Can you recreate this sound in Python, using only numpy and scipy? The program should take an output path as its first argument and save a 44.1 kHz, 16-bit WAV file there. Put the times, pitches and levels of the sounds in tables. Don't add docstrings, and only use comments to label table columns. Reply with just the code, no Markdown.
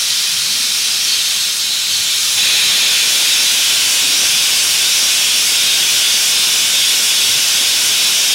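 import sys
import numpy as np
from scipy import signal
from scipy.fft import rfft, irfft, next_fast_len
from scipy.io import wavfile
from scipy.ndimage import uniform_filter1d, minimum_filter1d, map_coordinates

SR = 44100
rng = np.random.default_rng(int(sys.argv[2]) if len(sys.argv) > 2 else 0)


def generate_wav(sig):
    pcm = np.round(np.clip(np.atleast_2d(sig).T, -1, 1) * 32767).astype(np.int16)
    wavfile.write(sys.argv[1], SR, pcm)


N = 367794
T = np.arange(N) / SR


def undb(db):
    return 10 ** (np.asarray(db) / 20)


def unit(x):
    return x / np.std(x)


def noise(gain):
    size = next_fast_len(N)
    hz = np.maximum(np.arange(size // 2 + 1) * SR / size, 1)
    spectrum = rfft(rng.standard_normal(size)) * gain(hz)
    return unit(irfft(spectrum, size)[:N])


def coloured(points):
    corner_hz, db = np.transpose(points)
    return noise(lambda hz: undb(np.interp(np.log(hz), np.log(corner_hz), db)))


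def bell(hz, centre_hz, width_hz):
    return 1 / (1 + ((hz - centre_hz) / (.78 * width_hz)) ** 2)


def blown(centre_hz, width_hz):
    phase = 2 * np.pi * np.cumsum(centre_hz * np.ones(N)) / SR
    a, b = (noise(lambda hz: bell(hz, 0, width_hz)) for _ in range(2))
    return unit(a * np.cos(phase) + b * np.sin(phase))


def wander(rate_hz):
    return noise(lambda hz: 1 / (1 + (hz / rate_hz) ** 4))


def swell(at_s, spread_s):
    return np.exp(-.5 * ((T - at_s) / spread_s) ** 2)


def delayed(x, lag_s):
    return map_coordinates(x, [np.arange(N) - lag_s * SR], order=2, mode="mirror")


# time in seconds, place (0 outside the guards, 1 in the doorway,
# 2 inside), distance from the jet in metres.
MIC_PATH = [(0, 0.12, 1.2), (1.2, 0.15, 1.1), (1.6, .06, 1), (2, 0.13, 0.89), (2.365, 0.11, .89),
            (2.385, 1.05, 0.784), (2.8, 1, 0.84), (3.3, 1.69, .73), (4.1, 1.92, 0.74), (8.34, 2.08, 0.75)]

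def mic_place():
    times, places, _ = np.transpose(MIC_PATH)
    return np.interp(T, times, places)


def by_place(db):
    return undb(np.interp(mic_place(), [0, 1, 2], db))


def by_distance():
    times, _, metres = np.transpose(MIC_PATH)
    return 1 / np.interp(T, times, metres)


# frequency in Hz, relative level in dB.
JET_SPECTRUM = [(500, -30), (1100, -11.5), (1500, -5.5), (2050, -5), (2500, -8), (3200, 3.5), (4000, -0.5),
                (4800, 4.5), (6400, 2), (7000, 1), (9300, -2), (11300, -4.5), (12600, -9.5), (15500, -12.5)]

def jet(hiss_db=-17.0):
    flutter_db = .25 * wander(9)
    return coloured(JET_SPECTRUM) * undb(hiss_db + flutter_db)


# time in seconds, then in dB the
CROSSINGS = [(0, 1.5, -7, 0), (0.786, -1, 0, 4), (1.572, 3.5, 1.5, -5), (2.36, 1, -1, -5), (3.148, 4, 3, 8),
             (3.93, 2, 3, 8), (4.715, 3.5, 3, 9.5), (5.502, 5, 6, 0), (6.285, 5, 4.5, 5),
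             (7.068, 5, 3.5, 4), (7.862, 5, 5, 5)]

def each_bottle(after_s, spread_s, column=None):
    return sum((row[column] if column else 1) * swell(row[0] + after_s, spread_s) for row in CROSSINGS)


def choke_db(block_db=-3, lead_s=0.046, spread_s=0.046, head_share=0.18, head_after_s=0.42):
    return block_db * (each_bottle(-lead_s, spread_s) + head_share * each_bottle(head_after_s, spread_s))


def spray(level_db=-25, spread_s=0.034, centre_hz=9000, width_hz=3800):
    return blown(centre_hz, width_hz) * undb(level_db) * each_bottle(0, spread_s)


# level in dB at 1 m, from outside, the doorway and inside.
HOLLOW_LEVELS = [-25, -18, -24.5]

def hollow(doorway_hz=3640, inside_hz=3560, bend_hz=70, behind_s=.18, ahead_s=.53, spread_s=.08):
    bend = bend_hz * (each_bottle(behind_s, spread_s) - each_bottle(ahead_s, spread_s))
    centre_hz = np.interp(mic_place(), [1, 2], [doorway_hz, inside_hz]) + bend + 55 * wander(7)
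    surge_db = each_bottle(behind_s, spread_s, column=1) + each_bottle(ahead_s, spread_s, column=2)
    ring = blown(centre_hz, width_hz=520) * by_place(HOLLOW_LEVELS)
    return ring * undb(surge_db + choke_db() + 0.95 * wander(6.3))


# dB against the direct sound, outside, in the doorway and inside.
TABLE_ECHO_LEVELS = [-16, -20, -33]

def echoes(air, echo_share=0.13, count=14, detour_at_1m_ms=0.2496):
    detour_s = detour_at_1m_ms * by_distance() / 1000
    combed = air + by_place(TABLE_ECHO_LEVELS) * delayed(air, detour_s)
    for lag_s in np.geomspace(.001, .016, count):
        path_s = lag_s * rng.uniform(.9, 1.1) + rng.uniform(-3, 3) * detour_s
        combed += echo_share * delayed(air, path_s + .00005 * wander(3.5))
    return unit(combed) * np.std(air)


# overall level in dB outside, in the doorway and inside.
CABINET_LEVELS = [-23.5, -15, -19]
# pitch in Hz, width in Hz, relative dB outside, in the doorway and inside.
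AIR_MODES = [(1400, 210, -13, -23.5, -25.5), (1930, 430, -18, -11.5, -18), (2210, 95, -1.5, -9, -2.5),
             (2368, 46, -14, -1, 0), (2501, 47, -2, 0, 2.5), (2684, 102, -15, -0.5, 0.5),
             (2920, 190, -1, -15, 0.5), (3123, 110, 5, -3, -3.5), (3446, 120, -16, -2.5, 0),
             (3745, 89, 4, -8.5, 1), (3970, 52, 9.5, 4, -6), (4140, 50, 7, -3.5, -16),
             (4396, 93, 7, -2, -10), (4890, 103, -3, -5.5, -1.5), (5340, 200, -1, -5, -2.5),
             (5560, 24, -6, -1.5, 4), (6280, 140, 1, -39, -5.5), (6500, 89, 0.5, -2.5, -18)]

def cabinet(choke_share=0.38):
    ring = 0
    for place, level_db in enumerate(CABINET_LEVELS):
        def spectrum(hz):
            gains = (undb(db[place]) * bell(hz, pitch, width) for pitch, width, *db in AIR_MODES)
            return np.sqrt(sum(gain ** 2 for gain in gains))
        nearness = np.maximum(1 - abs(mic_place() - place), 0)
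        ring += noise(spectrum) * np.sqrt(nearness) * undb(level_db)
    return ring * undb(choke_share * choke_db())


# frequency in Hz, relative level in dB.
CONVEYOR_SPECTRUM = [(80, -40), (200, 0), (350, 2), (800, 3), (1300, 0), (1800, 0), (2100, -24),
                     (4000, -16)]
CONVEYOR_LEVELS = [-44, -35, -35]

def conveyors(trim_db=1.42):
    return coloured(CONVEYOR_SPECTRUM) * by_place(CONVEYOR_LEVELS) * undb(trim_db + 0.97 * wander(13.4))


# frequency in Hz, relative level in dB.
DRIVE_SPECTRUM = [(20, -35), (42, -32), (70, -23), (90, 0), (130, -0.5), (185, -3.5), (270, -7), (500, -22),
                  (1500, -23.5)]
DRIVE_LEVELS = [-47.5, -44, -43.5]

def drive(hum_hz=179, hum_db=-54.5):
    rumble = coloured(DRIVE_SPECTRUM) * by_place(DRIVE_LEVELS) * undb(.9 * wander(8.1))
    return rumble + blown(hum_hz, width_hz=18.0) * undb(hum_db)


# seconds after a crossing, spread in seconds, pitch in Hz, width in Hz,
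# level in dB at 1 m.
EDGE_WHISTLES = [(.155, 0.037, 4520, 450, -31), (0.437, 0.067, 6540, 450, -34),
                 (.63, 0.038, 4316, 500, -26.5)]

def edges(flutter_db=2.0):
    return sum(blown(hz, width) * each_bottle(after, spread) * undb(db + flutter_db * wander(3))
               for after, spread, hz, width, db in EDGE_WHISTLES)


# level in dB at 1 m, from outside, the doorway and inside.
NECK_LEVELS = [-24, -37, -28.5]

def neck(centre_hz=5620, after_s=.27, glide_hz_per_s=3500):
    times = np.array(CROSSINGS)[:, 0]
    since_crossing_s = T - times[np.maximum(np.searchsorted(times, T) - 1, 0)]
    glide_hz = glide_hz_per_s * (since_crossing_s - after_s) * each_bottle(after_s, spread_s=.1)
    surge_db = each_bottle(after_s, spread_s=0.056, column=3)
    ring = blown(centre_hz + glide_hz + 70 * wander(9), width_hz=540)
    return ring * by_place(NECK_LEVELS) * undb(surge_db + wander(12))


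# peak time in seconds, level in dB before the trim, pitch in Hz,
# spread in seconds.
WHEEL_BUMPS = [(.4, -44, 150, 0.051), (0.6, -41.5, 226, .09), (1.97, -47, 126, 0.091),
               (2.422, -46, 103, 0.094), (2.67, -42, 175, 0.11), (4.08, -42, 298.7, .12),
               (4.34, -39, 160, 0.061), (7.334, -40, 150, .06)]

def bumps(trim_db=-1, width_hz=55):
    return sum(blown(hz, width_hz) * undb(db + trim_db) * swell(at, spread)
               for at, db, hz, spread in WHEEL_BUMPS)


# peak time in seconds, spread in seconds, pitch in Hz,
# level in dB at 1 m.
STRAY_WHISTLES = [(.48, .09, 4350, -25), (1.12, 0.11, 3170, -25), (1.13, 0.052, 4350, -22),
                  (1.955, .03, 4390, -17.5)]

def squeals(width_hz=260):
    return sum(blown(hz, width_hz) * undb(db) * swell(at, spread) for at, spread, hz, db in STRAY_WHISTLES)


def frame_shadow(at_s=1.78, spread_s=0.26, loss_db=-3):
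    return undb(loss_db * swell(at_s, spread_s))


def scene():
    air_at_1m = jet() + hollow() + neck() + edges() + squeals() + spray()
    air_at_mic = air_at_1m * by_distance() * frame_shadow()
    sound = echoes(air_at_mic) + cabinet() + conveyors() + drive() + bumps()
    return np.array([sound, sound])


def limiter(x, ceiling=0.58, hold_s=0.001):
    hold = int(hold_s * SR)
    gain = ceiling / np.maximum(abs(x), ceiling)
    return x * uniform_filter1d(minimum_filter1d(gain, hold), hold)


def record(dry, low_cut_hz=52, top_hz=15750):
    low_cut = signal.butter(3, low_cut_hz, "high", fs=SR, output="sos")
    top_cut = signal.ellip(8, .05, 50, top_hz, fs=SR, output="sos")
    return signal.sosfiltfilt(top_cut, signal.sosfilt(low_cut, limiter(dry)))


dry = scene()
out = record(dry)
generate_wav(out)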